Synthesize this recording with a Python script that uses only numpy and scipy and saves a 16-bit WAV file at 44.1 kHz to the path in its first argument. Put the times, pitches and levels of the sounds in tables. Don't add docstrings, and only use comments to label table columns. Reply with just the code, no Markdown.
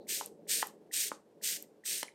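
import sys
import numpy as np
from scipy import signal
from scipy.fft import rfft, irfft
from scipy.io import wavfile
from scipy.ndimage import uniform_filter1d

SR = 44100
rng = np.random.default_rng(int(sys.argv[2]) if len(sys.argv) > 2 else 0)


def convert_level_to_amplitude(level_db):
    exponent = np.asarray(level_db, float) / 20
    return 10 ** exponent


def generate_wav(sig):
    pcm = np.round(np.clip(np.atleast_2d(sig).T, -1, 1) * 32767).astype(np.int16)
    wavfile.write(sys.argv[1], SR, pcm)


N = 94550

# start_s, stop_s, top_level_db, top_at_share_of_press, whistle_db
PRESSES = [
    (0.067, 0.2, -34.5, 0.66, -10),
    (0.47, 0.622, -30.5, 0.43, -6),
    (0.911, 1.084, -32, 0.63, -6.5),
    (1.412, 1.566, -33, 0.53, -11),
    (1.836, 2.014, -34.5, 0.53, -6.5),
]
# level_db, highest_hz
REFILLS = [
    (10, 13000),
    (2.5, 14500),
    (3.5, 10900),
    (1.5, 18000),
    (4, 10600),
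]
# frequency_hz, density_db
JET_SPECTRUM = [(1000, -44.5), (1400, -17), (1700, -6.5), (2400, -3), (7300, 2), (10400, -6.5), (13000, -1),
                (16000, -13.5)]
# frequency_hz, width_hz, level_db, rise_over_press_hz
NOZZLE_MODES = [(8356, 1400, 0, 501.5), (12530, 3500, -20, 203.5), (6130, 500, -22.5, 2.5)]
# start_s, peak_db, pitch_hz, length_s
PIPS = [(0.069, -55.5, 2130, .004), (0.469, -56, 2000, 0.0023), (.624, -27, 1843, 0.0051),
        (0.9117, -46, 1900, 0.0061), (1.413, -55.5, 1800, .004), (1.639, -64.5, 2000, 0.01),
        (1.837, -49.5, 1880, 0.0066), (2.0272, -35.5, 1905, 0.0041), (2.0816, -41.5, 2200, 0.0038),
        (2.089, -48.5, 2000, 0.0036), (2.12, -64, 3860, 0.003)]
# start_s, peak_db, blow_pitch_hz, low_modes_db, high_modes_db
KNOCKS = [
    (0.2111, -27, 950, -28.5, -10.5),
    (0.628, -18, 1017, -24, -11),
    (1.1172, -22.5, 1080, -10.5, -29),
    (2.0299, -29.5, 850, -6.5, 1),
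]
# frequency_hz, level_db, t60_s
BOTTLE_LOW = [(311, -1, 0.014), (582, 6, 0.013)]
BOTTLE_MID = [(884, -6.5, 0.025), (1270, -23, 0.027)]
BOTTLE_HIGH = [(2000, 1, 0.011), (3060, 1.5, 0.0099), (4140, -3.5, 0.01), (5640, -19, 0.0031)]
# start_s, peak_db, upper_hz, lower_hz, lower_level_db
TICKS = [
    (.26, -25, 11850, 8740, 2.5),
    (0.6702, -31, 12500, 7850, -3.5),
    (1.6246, -31, 12300, 9300, -2),
    (2.0296, -27, 9450, 6000, -2),
]
# start_s, length_s, level_db, frequency_hz, width_hz
RUBS = [
    (.001, .055, -74, 4100, 700),
    (2.055, .05, -64, 10100, 700),
]
# frequency_hz, t60_s
ROOM_DECAY = [(300, .3), (1000, 0.21), (3000, .22), (8000, 0.24), (15000, 0.17)]
# time_s, level_db
RUMBLE_LEVEL = [(0, -49.5), (.1, -56), (.3, -56.5), (.55, -57.5), (.7, -58.5), (.9, -61), (1.1, -63),
                (1.25, -65), (1.399, -61.5), (1.68, -61), (1.852, -71.5), (1.92, -57), (1.98, -65.5),
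                (2.14, -67.5)]
# frequency_hz, width_hz, level_db
ROOM_TONES = [(170, 10, -9), (208, 10, -8), (300, 18, -10), (416, 14, -8), (459, 12, -9), (568, 12, -10)]
# frequency_hz, density_db
AIR_SPECTRUM = [(700, -8.5), (960, -12.5), (1230, -20), (1620, -20.5), (2300, -25.5), (8000, -32),
                (14500, -36), (15600, -52.5)]
# frequency_hz, density_db
RUMBLE_SPECTRUM = [(100, -33), (140, -17), (200, -11), (300, -2.5), (410, 3), (570, -5), (900, -16.5),
                   (1500, -71.5)]
# frequency_hz, density_db
DEEP_SPECTRUM = [(25, -29.5), (60, -13), (90, -8), (130, -2.5), (220, 4.5), (400, -42)]


def evened(x):
    return x / np.sqrt(np.mean(x ** 2) + 1e-20)


def read(points, hz):
    f, value = np.transpose(points)
    return np.interp(np.log(hz + 1), np.log(f + 1), value)


def coloured(x, spectrum, skirt_db):
    hz = np.fft.rfftfreq(len(x), 1 / SR)
    octaves_below = np.maximum(np.log2(spectrum[0][0] / (hz + 1)), 0)
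    gain = convert_level_to_amplitude(read(spectrum, hz) - skirt_db * octaves_below)
    return evened(irfft(rfft(x) * gain, len(x)))


def add(mix, s, sound):
    part = mix[round(s * SR):][:len(sound)]
    part += sound[:len(part)]


def resonate(x, hz, width):
    turn = np.exp(2j * np.pi * np.cumsum(hz * np.ones(len(x))) / SR)
    r = np.exp(-np.pi * width / SR)
    return 2 * (turn * signal.lfilter([1 - r], [1, -r], x / turn + 1e-18)).real


def wander(seconds):
    span = max(round(seconds * SR), 1)
    return evened(uniform_filter1d(uniform_filter1d(rng.standard_normal(N), span), span))


def turbulence():
    spits_per_s, spit_samples = 180, round(.0006 * SR)
    spits = (rng.random(N) < spits_per_s / SR) * np.minimum(rng.exponential(1, N), 4)
    spits = uniform_filter1d(spits, spit_samples) * spit_samples
    return rng.standard_normal(N) * convert_level_to_amplitude(1.0 * wander(.002) + 1.5 * spits)


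def nozzle(noise, t, length, whistle_db):
    rings = np.zeros(len(noise))
    for hz, width, db, rise_hz in NOZZLE_MODES:
        pitch_hz = hz + rise_hz * t / length
        mode = resonate(resonate(noise, pitch_hz, width), pitch_hz, width)
        rings += convert_level_to_amplitude(db + whistle_db) * evened(mode)
    return rings


def jet(noise, wide):
    out = np.zeros(N)
    open_s, cut_s = .026, 0.013
    for start, stop, top_db, top_at, whistle_db in PRESSES:
        length, at = stop - start, round(start * SR)
        t = np.arange(0, length + cut_s, 1 / SR)
        times = [0, open_s, max(top_at * length, open_s + .005), length]
        level_db = np.interp(t, times, [-36, -2, 0, -7.5])
        rings = nozzle(noise[at:at + len(t)], t, length, whistle_db)
        gate = np.clip(t / 0.0062, 0, 1) * np.clip((length + cut_s - t) / cut_s, 0, 1)
        add(out, start, convert_level_to_amplitude(top_db + level_db) * gate * evened(wide[at:at + len(t)] + rings))
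    return out


def refill(wide):
    out = np.zeros(N)
    stroke_s, end_s = 0.065, 0.035
    t = np.arange(0, stroke_s + end_s, 1 / SR)
    for (start, stop, top_db, _, _), (refill_db, highest_hz) in zip(PRESSES, REFILLS):
        level_db = top_db + refill_db - 19 - 12 * t / stroke_s
        fade = convert_level_to_amplitude(level_db) * np.clip((t[-1] - t) / end_s, 0, 1)
        flow = wide[-len(t) - round(start * SR):][:len(t)]
        lowpass = signal.butter(8, highest_hz, fs=SR, output="sos")
        add(out, stop, fade * signal.sosfilt(lowpass, flow))
    return out


def ring(modes, t):
    return sum(convert_level_to_amplitude(db - 60 * t / t60) * np.sin(2 * np.pi * hz * t) for hz, db, t60 in modes)


def plunger_knocks(t):
    out = np.zeros(N)
    blow_t60, blow_rise_s = 0.0094, 0.00047
    for s, db, blow_hz, low_db, high_db in KNOCKS:
        grip_db = -0.27 * (low_db + 22.5)
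        body = ring([(blow_hz, 0, blow_t60)], t) + convert_level_to_amplitude(grip_db) * ring(BOTTLE_MID, t)
        body += convert_level_to_amplitude(low_db) * ring(BOTTLE_LOW, t) + convert_level_to_amplitude(high_db) * ring(BOTTLE_HIGH, t)
        rise = np.sin(np.pi / 2 * np.minimum(t / blow_rise_s, 1)) ** 2
        add(out, s, -convert_level_to_amplitude(db) * body * rise)
    return out


def valve_ticks(t):
    out = np.zeros(N)
    width_hz, t60, rise_s = 3000, .007, .0003
    for s, db, top_hz, low_hz, low_db in TICKS:
        snap = np.zeros(len(t))
        puff = rng.standard_normal(len(t)) * convert_level_to_amplitude(-60 * t / t60) * np.minimum(t / rise_s, 1)
        for hz, part_db in ((top_hz, 0), (low_hz, low_db)):
            part = puff
            for _ in range(3):
                part = resonate(part, hz, width_hz)
            snap += convert_level_to_amplitude(part_db) * part
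        add(out, s, convert_level_to_amplitude(db) * snap / abs(snap).max())
    return out


def valve_pips(t):
    out = np.zeros(N)
    for s, db, hz, length in PIPS:
        swell = np.sin(np.pi * np.minimum(t / length, 1) ** 0.59) ** 2
        add(out, s, convert_level_to_amplitude(db) * swell * np.sin(2 * np.pi * hz * t))
    return out


def finger_rubs(t):
    out = np.zeros(N)
    for s, length, db, hz, width in RUBS:
        rub = evened(resonate(resonate(rng.standard_normal(len(t)), hz, width), hz, width))
        add(out, s, convert_level_to_amplitude(db) * rub * np.sin(np.pi * np.minimum(t / length, 1) ** .5))
    return out


def pump():
    t = np.arange(0, .1, 1 / SR)
    parts = plunger_knocks(t) + valve_ticks(t) + valve_pips(t) + finger_rubs(t)
    return signal.sosfilt(signal.butter(4, 240, "high", fs=SR, output="sos"), parts)


def room(x):
    taps = np.zeros(SR // 2)
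    at = np.arange(round(.003 * SR), len(taps) - 16, 16)
    taps[at + rng.integers(0, 16, len(at))] = rng.choice([-1., 1.], len(at))
    hz, t, z = signal.stft(taps, SR, nperseg=256)
    decay = convert_level_to_amplitude(-60 * t / read(ROOM_DECAY, hz)[:, None])
    tail = signal.istft(z * decay, SR, nperseg=256)[1]
    return signal.fftconvolve(x, tail / np.linalg.norm(tail))[:N]


def background():
    lumps = rng.standard_normal(N) * convert_level_to_amplitude(2.2 * wander(0.011))
    rumble = coloured(lumps, RUMBLE_SPECTRUM, 12)
    tones = sum(convert_level_to_amplitude(db) * evened(resonate(rumble, hz, w)) for hz, w, db in ROOM_TONES)
    rumble = evened(rumble + tones)
    level_db = np.interp(np.arange(N) / SR, *np.transpose(RUMBLE_LEVEL))
    deep = coloured(rng.standard_normal(N), DEEP_SPECTRUM, 6)
    deep_db = -74 + 0.85 * (level_db + 60)
    air = coloured(rng.standard_normal(N) * convert_level_to_amplitude(0.95 * wander(0.012)), AIR_SPECTRUM, 4)
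    return convert_level_to_amplitude(level_db + 1.15) * rumble + convert_level_to_amplitude(deep_db) * deep + convert_level_to_amplitude(-73.5) * air


def scene():
    noise = turbulence()
    wide = coloured(noise, JET_SPECTRUM, 24)
    hiss = jet(noise, wide) + refill(wide)
    parts = pump()
    shaded = signal.lfilter(*signal.butter(1, 6000, fs=SR), parts)
    echo = room(convert_level_to_amplitude(-14) * hiss + convert_level_to_amplitude(-10.5) * shaded)
    mid = hiss + parts + echo + background()
    side = convert_level_to_amplitude(-39.5) * room(mid) + convert_level_to_amplitude(-24) * np.gradient(parts)
    return np.array([mid + side, mid - side])


def top_cut(x):
    return signal.sosfilt(signal.butter(12, 16420, fs=SR, output="sos"), x)


def record(dry):
    lowpass = signal.firwin(511, 16050, window=("kaiser", 9), fs=SR)
    limited = signal.oaconvolve(dry, lowpass[None], "same")
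    return top_cut(limited)


dry = scene()
out = record(dry)
generate_wav(out)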